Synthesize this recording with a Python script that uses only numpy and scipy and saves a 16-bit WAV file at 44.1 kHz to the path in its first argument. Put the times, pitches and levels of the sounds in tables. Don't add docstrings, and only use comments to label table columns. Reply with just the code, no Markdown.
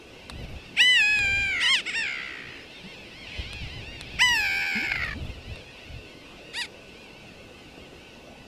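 import sys
import numpy as np
from scipy import signal
from scipy.fft import rfft, irfft, next_fast_len
from scipy.io import wavfile
from scipy.ndimage import uniform_filter1d

SR = 44100
rng = np.random.default_rng(int(sys.argv[2]) if len(sys.argv) > 2 else 0)


def dump(signal):
    limited = np.clip(np.atleast_2d(signal).T, -1, 1)
    pcm = np.round(limited * 32767).astype(np.int16)
    wavfile.write(sys.argv[1], SR, pcm)


N = 373527
TIME = np.arange(N) / SR


def amp(db):
    return 10 ** (np.asarray(db) / 20)


def unit(x):
    return x / np.sqrt(np.mean(x ** 2) + 1e-20)


def spectrum_at(points, hz):
    f, db = np.transpose(points)
    return np.interp(np.log(hz + 1), np.log(f + 1), db)


def curves_at(rows, t):
    s, *columns = np.transpose(rows)
    return [np.interp(t, s, c) for c in columns]


def add(mix, s, sound):
    part = mix[max(round(s * SR), 0):][:len(sound)]
    part += sound[:len(part)]


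def wander(size, hz):
    f = np.fft.rfftfreq(size, 1 / SR)
    return unit(irfft(rfft(rng.standard_normal(size)) * np.exp(-(f / hz) ** 2) * (f > 0), size))


def noise(points, patchy_db, size):
    hz = np.fft.rfftfreq(size, 1 / SR)
    real, imag, patches = rng.standard_normal((3, N // (size // 4) + 5, len(hz)))
    patches = unit(uniform_filter1d(uniform_filter1d(patches, size=9, axis=0), size=9, axis=1))
    frames = (real + 1j * imag) * amp(spectrum_at(points, hz) + patchy_db * patches)
    return unit(signal.istft(frames.T, nperseg=size, noverlap=size - size // 4)[1][:N])


def coloured(x, points, above_hz):
    size = next_fast_len(len(x))
    hz = np.fft.rfftfreq(size, 1 / SR)
    shaped = rfft(x, size) * amp(spectrum_at(points, hz)) * (hz > above_hz)
    return unit(irfft(shaped, size)[:len(x)])


def slides(rows, overtone_db):
    out = np.zeros(N)
    for s, length, start_hz, end_hz, db in rows:
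        u = np.linspace(0, 1, int(length * SR))
        phase = 2 * np.pi * np.cumsum(start_hz + (end_hz - start_hz) * u) / SR
        tone = np.sin(phase) + amp(overtone_db) * np.sin(2 * phase)
        add(out, s, amp(db) * np.sin(np.pi * u ** 0.61) * tone)
    return out


# t/s, half length/s, level/dB
GUSTS = [(0.448, 0.1, -31.5), (1.252, 0.009, -31), (1.33, 0.16, -37), (3.403, 0.023, -29),
         (3.663, 0.26, -40.5), (4.143, 0.024, -37), (4.23, 0.28, -42), (5.048, 0.15, -35.5),
         (5.277, 0.069, -34.5), (5.51, 0.12, -40.5), (5.95, 0.052, -39)]
# t/s, level/dB
BREEZE = [(0, -57), (.45, -47.5), (2.6, -47), (3.2, -46), (3.4, -38), (3.47, -43.5), (4.1, -44), (5.3, -47),
          (6.1, -52.5), (8.4, -55)]
# f/Hz, relative level/dB
RUMBLE_SPECTRUM = [(15, -10), (35, -6.5), (65, 1), (115, -5), (300, -24), (700, -27.5), (2000, -59)]
SCRUB_SPECTRUM = [(800, -13), (1600, -10.5), (2200, 2.5), (2700, 6), (3300, -0.5), (5400, -9.5),
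                  (6400, -24), (9000, -24.5), (15000, -65)]
RUSH_SPECTRUM = [(80, -5.5), (220, 1), (500, -1), (750, -7.5), (1100, -13.5), (2400, -18.5), (2650, -2),
                 (3000, -15.5), (5200, -21), (15000, -39.5)]

def wind():
    gusts = amp(-59) + sum(amp(db) * np.exp(-((TIME - s) / reach) ** 2) for s, reach, db in GUSTS)
    rumble = unit(noise(RUMBLE_SPECTRUM, patchy_db=-.5, size=4096) * amp(2.5 * wander(N, 39)))
    hiss_db = curves_at(BREEZE, TIME)[0] - 6 + .5 * wander(N, 9.7)
    hiss = amp(hiss_db) * noise(SCRUB_SPECTRUM, patchy_db=5, size=1024)
    rush = amp(-47.5) * noise(RUSH_SPECTRUM, patchy_db=2.02, size=2048)
    return gusts * rumble + hiss + rush


def colony(typical_s, typical_hz, waver, count=120):
    out = np.zeros(N)
    for turn, (when, length, height, distance, flutter) in enumerate(rng.random((count, 5))):
        t = np.arange(0, typical_s * (.5 + length), 1 / SR)
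        arch = np.sin(np.pi * t / t[-1])
        wobble = waver * flutter ** 2 * np.sin(2 * np.pi * (55 + 35 * when) * t)
        pitch = typical_hz * (.8 + .4 * height) * (.72 + .28 * arch) * (1 + wobble)
        phase = 2 * np.pi * np.cumsum(pitch) / SR
        cry = sum(np.sin(k * phase) for k in range(1, 10))
        start = (turn + when) / count * N / SR - typical_s / 2
        add(out, start, amp(-10 * distance) * np.sqrt(abs(arch)) * cry)
    return coloured(out, SCRUB_SPECTRUM, above_hz=650) * amp(curves_at(BREEZE, TIME)[0] - 1)


# f/Hz, level/dB
WHINE = [(1497, -66)]

def whine():
    return sum(amp(db) * np.sqrt(2) * np.sin(2 * np.pi * hz * TIME + .5 * wander(N, 3.8))
               for hz, db in WHINE)


# t/s, peak level/dB, crackle decay/s, relative level of the low ring/dB
TWIG_SNAPS = [(0.2978, -19.5, 0.0031, 1), (1.19, -17.5, 0.00075, -2), (3.5322, -22, 0.0013, -2),
              (4.0111, -21, 0.00072, -2), (4.288, -21, 0.0012, -24), (5.049, -27.5, 0.00046, -13),
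              (5.5587, -31, 0.0008, -1)]
# f/Hz, width/Hz, relative level/dB
WOOD_RINGS = [(3860, 950, 5), (8660, 2700, -9)]

def twigs(body_hz, body_width_hz, size=2048):
    out, t, f = np.zeros(N), np.arange(size) / SR, np.fft.rfftfreq(size, 1 / SR)
    wood = sum(amp(db) / (1 + 2j * (f - hz) / width) ** 2 for hz, width, db in WOOD_RINGS)
    for s, db, decay, body_db in TWIG_SNAPS:
        body = amp(body_db) / (1 + 2j * (f - body_hz) / body_width_hz) ** 2
        crack = (t == 0) + .5 * rng.standard_normal(size) * t / decay * np.exp(-2 * t / decay)
        snap = irfft(rfft(crack) * (wood + body))
        add(out, s, amp(db) * snap[:size // 2] / abs(snap).max())
    return out


def throat_lag(throat, hz, size=2048):
    grid = np.fft.fftfreq(size, 1 / SR)
    lag = -signal.hilbert(np.log(amp(spectrum_at(throat, abs(grid))))).imag
    return np.interp(hz, grid[:size // 2], lag[:size // 2])


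def voice(shape, throat, trill, jitter, breath_db, dulling=0, closing=0, lag=0, stumble=0):
    rest_hz, shimmer_db, shimmer_s = 900, 4, .035
    t = np.arange(shape[0][0], shape[-1][0], 1 / SR)
    pitch, level_db = (uniform_filter1d(c, size=250, mode="nearest") for c in curves_at(shape, t))
    rate, swing, break_db = curves_at(trill, t)
    beat = 2 * np.pi * np.cumsum(rate * (1 + .008 * stumble * break_db * wander(len(t), 49))) / SR
    beat_number = ((beat - lag) / (2 * np.pi) + .5).astype(int)
    depth = 1 + stumble * rng.uniform(-1.47, 1, beat_number.max() + 1)[beat_number]
    gap = (1 + np.tanh(8 * (np.cos(beat - lag) - .4))) / 2
    choke = amp(-break_db * depth * gap)
    flick = (np.cos(beat) + .25 * np.cos(2 * beat)) * (1 + .2 * wander(len(t), 40))
    glide = np.gradient(np.log(pitch), t)
    rough = jitter + .0018 * np.maximum(-glide, 0) + .0007 * break_db * (.5 + gap)
    hz = pitch * (1 + swing * flick + rough * wander(len(t), 420))
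    phase = 2 * np.pi * np.cumsum(hz) / SR
    opening = (np.maximum.accumulate(pitch[::-1])[::-1] / rest_hz) ** closing
    tone, power = np.zeros(len(t)), 1e-12
    moments = np.arange(t[0], t[-1] + shimmer_s, shimmer_s)
    for k in range(1, 22):
        f = k * hz
        treble = np.interp(f, [3500, 7500], [0, 1])
        tired_db = (dulling * break_db + 50 * swing * (1 + np.cos(beat))) * treble
        drift = np.interp(t, moments, rng.standard_normal(len(moments)))
        flicker_db = shimmer_db * np.clip(f / 8000 - .3, 0, 1) * drift
        gain = amp(spectrum_at(throat, f / opening) - tired_db + flicker_db)
        gain /= 1 + (700 / f) ** 12 + (f / 12500) ** 12
        tone += gain * np.cos(k * phase + throat_lag(throat, f / opening))
        power += gain ** 2 / 2
    breath = coloured(rng.standard_normal(len(t)) * (1 + np.cos(phase)), throat, above_hz=rest_hz)
    fade = np.clip(np.minimum(t - t[0], t[-1] - t) / .012, 0, 1)
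    out = np.zeros(N)
    add(out, t[0], amp(level_db) * choke * fade * (tone / np.sqrt(power) + amp(breath_db) * breath))
    return out


FIRST_WAIL, CHATTER, SECOND_WAIL = range(3)
# t/s, upward scoop/s, level/dB, accent/dB, hold/s, drop/dB, fade/(dB per s)
WAILS = [(0.761, 0.055, -17.5, 3, 0.19, 3.5, 7), (1.924, 0.036, -24.5, -2, 0.027, 1.5, 28),
         (4.183, .042, -17.5, 1.5, 0.011, 7.5, 4)]
# t/s, f/Hz
WAIL_TUNES = [
    [(.818, 974), (.885, 1012), (.945, 991), (1.022, 830.5), (1.135, 852.6), (1.27, 788.5), (1.41, 803),
     (1.51, 771), (1.59, 677), (1.712, 644)],
    [(1.96, 925), (2.015, 900), (2.07, 758), (2.15, 722.5), (2.66, 661)],
    [(4.228, 1011), (4.325, 956), (4.375, 868), (4.49, 779.4), (4.67, 812), (4.76, 766), (4.84, 799),
     (4.92, 762), (5.03, 679), (5.146, 604)],
]

def wail_shape(which):
    start, scoop, level_db, accent_db, hold, drop_db, fade_db_per_s = WAILS[which]
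    tune, from_hz = WAIL_TUNES[which], 400
    t = np.arange(start, tune[-1][0], 1 / SR)
    age, attack = t - start, .84 * scoop
    note = uniform_filter1d(curves_at(tune, t)[0], size=1300, mode="nearest")
    pitch = from_hz + (note - from_hz) * np.minimum(age / scoop, 1) ** .59
    climb = -14 * np.maximum(1 - age / attack, 0) ** 1.18
    accent = accent_db * np.exp(-((age - attack) / .018) ** 2)
    drop = drop_db * (1 - np.exp(-np.maximum(age - attack - hold, 0) / .11))
    fade = fade_db_per_s * (age - attack)
    release = 5.5 * np.exp((t - t[-1]) / .12)
    return np.column_stack([t, pitch, level_db + climb + accent - drop - fade - release])


def throats(table):
    hz, *columns = np.transpose(table)
    return [np.column_stack([hz, db]) for db in columns]


# f/Hz, then level/dB for first wail, chatter, second wail
WAIL_THROATS = [(849, -20.5, -16, -15), (930, -35, -22.5, -11.5), (1698, -8, -2.5, -6), (2235, 2.5, 4, 6),
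                (2533, 1, 4.5, -2), (2844, -4.5, -4.5, -3.5), (3510, -16, -8, -21), (4300, -21, -18, -17.5),
                (4730, -29, -15.5, -14.5), (5190, -17.5, -7.5, -11.5), (5660, -26, -14, -14),
                (6170, -42, -37, -38), (6720, -33.5, -28, -31.5), (7710, -21, -9.5, -19.5),
                (8960, -46.5, -39, -39.5), (10000, -37, -39, -39), (12900, -43, -49, -25.5)]
# t/s, beat rate/Hz, swing/share of pitch, break depth/dB
FIRST_TRILL = [(.9, 73, 0.0028, 0.5), (1.48, 58, 0.018, 0.5), (1.62, 83, 0.064, -2.5)]
SECOND_TRILL = [(4.33, 91.9, 0.0012, 0.5), (4.46, 87, 0.045, 2.5), (4.76, 79, 0.075, 5), (4.86, 77, 0.1, 7),
                (4.89, 74, 0.1, 21), (5.12, 62, 0.08, 30)]

def wails():
    throat = throats(WAIL_THROATS)
    first = voice(wail_shape(FIRST_WAIL), throat[FIRST_WAIL], FIRST_TRILL,
                  jitter=.0018, breath_db=-45, closing=.5)
    second = voice(wail_shape(SECOND_WAIL), throat[SECOND_WAIL], SECOND_TRILL,
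                   jitter=.0025, breath_db=-36, dulling=.25, closing=.4, lag=.5, stumble=1)
    return first + second


# t/s, length/s, top f/Hz, level/dB, call name
SQUAWK_ARCHES = [(1.594, 0.11, 1003, -23, "loud"), (1.614, 0.205, 1079, -20.5, "loud"),
                 (1.853, .068, 750, -29, "chatter"), (6.528, 0.14, 972, -30, "soft")]

def squawk_shape(name):
    foot_hz, db_per_octave = 538.5, 15.5
    arches = [row[:-1] for row in SQUAWK_ARCHES if row[-1] == name]
    start, length, top_hz, db = np.transpose(arches)[:, :, None]
    t = np.arange(start.min(), (start + length).max(), 1 / SR)
    progress = np.clip((t - start) / length, 0, 1)
    pitch = foot_hz + (top_hz - foot_hz) * abs(np.sin(np.pi * progress)) ** 1.02
    crack_db = 4 * np.exp(-((progress - .65) / .057) ** 2)
    pitch *= 1 - .0777 * np.exp(-((progress - .73) / .0874) ** 2)
    level = db + db_per_octave * np.log2(pitch / top_hz) + crack_db
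    return np.column_stack([t, pitch.max(0), level.max(0)])


# f/Hz, then level/dB for loud squawk, soft squawk
SQUAWK_THROATS = [(820, -29, -14), (1030, -14, -11), (1680, -6.5, -6), (2300, -0.5, 5.5), (3050, 1, -8.5),
                  (3440, -2, -0.5), (4180, -14, -6), (5000, -10.5, -5), (5700, -16, -23), (6700, -23, -14),
                  (8400, -20, -20.5), (10400, -34, -17.5), (13000, -42, -36)]
NO_TRILL = [(0, 0, 0, 0)]

def squawks():
    loud_throat, soft_throat = throats(SQUAWK_THROATS)
    loud = voice(squawk_shape("loud"), loud_throat, NO_TRILL, jitter=.0017, breath_db=-34)
    soft = voice(squawk_shape("soft"), soft_throat, NO_TRILL, jitter=.003, breath_db=-22)
    return loud + soft


# t/s, beat rate/Hz, swing/share of pitch, break depth/dB
CHATTER_TRILL = [(1.98, 68, 0.004, 0.8), (2.08, 68.2, 0.065, 7), (2.22, 65.6, 0.105, 15),
                 (2.6, 56.6, 0.15, 18)]

def chatter():
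    squawk, wail = squawk_shape("chatter"), wail_shape(CHATTER)
    joined = np.vstack([squawk, wail[wail[:, 0] > squawk[-1, 0]]])
    return voice(joined, throats(WAIL_THROATS)[CHATTER], CHATTER_TRILL,
                 jitter=.003, breath_db=-20, dulling=.9, closing=.4, lag=1.3, stumble=.3)


# t/s, length/s, start f/Hz, end f/Hz, level/dB
PEEP = [(2.745, 0.065, 3670, 3540, -45.5)]

def peep():
    return slides(PEEP, overtone_db=-32)


# t/s, length/s, start f/Hz, end f/Hz, level/dB
WHOOPS = [(2.835, 0.057, 166, 221, -37.5), (4.751, 0.054, 190, 254.3, -28.5),
          (4.81, 0.055, 240, 420, -37.5), (5.147, 0.065, 183, 387, -35.5), (7.778, 0.0052, 302, 426, -33.5)]

def whoops():
    return slides(WHOOPS, overtone_db=-13.5)


def echoes(x, die_away_s, level_db):
    t = np.arange(SR // 2) / SR
    bounces = rng.standard_normal(len(t)) * (rng.random(len(t)) < .05)
    bounces *= amp(-60 * t / die_away_s) * (t > .003)
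    return amp(level_db) * signal.fftconvolve(x, bounces / np.linalg.norm(bounces))[:N]


def scene():
    near = wails() + squawks() + chatter() + twigs(body_hz=1360, body_width_hz=2300)
    far_birds = colony(typical_s=.21, typical_hz=927, waver=.025) + peep()
    background = wind() + far_birds + whine() + whoops()
    return (near + echoes(near, die_away_s=.087, level_db=-16) + background)[None]


def record(dry):
    cutoff_hz = 14600
    low_pass = signal.firwin(127, cutoff_hz, window=("kaiser", 9), fs=SR)
    return signal.oaconvolve(dry, low_pass[None], "same")


dry = scene()
out = record(dry)
dump(out)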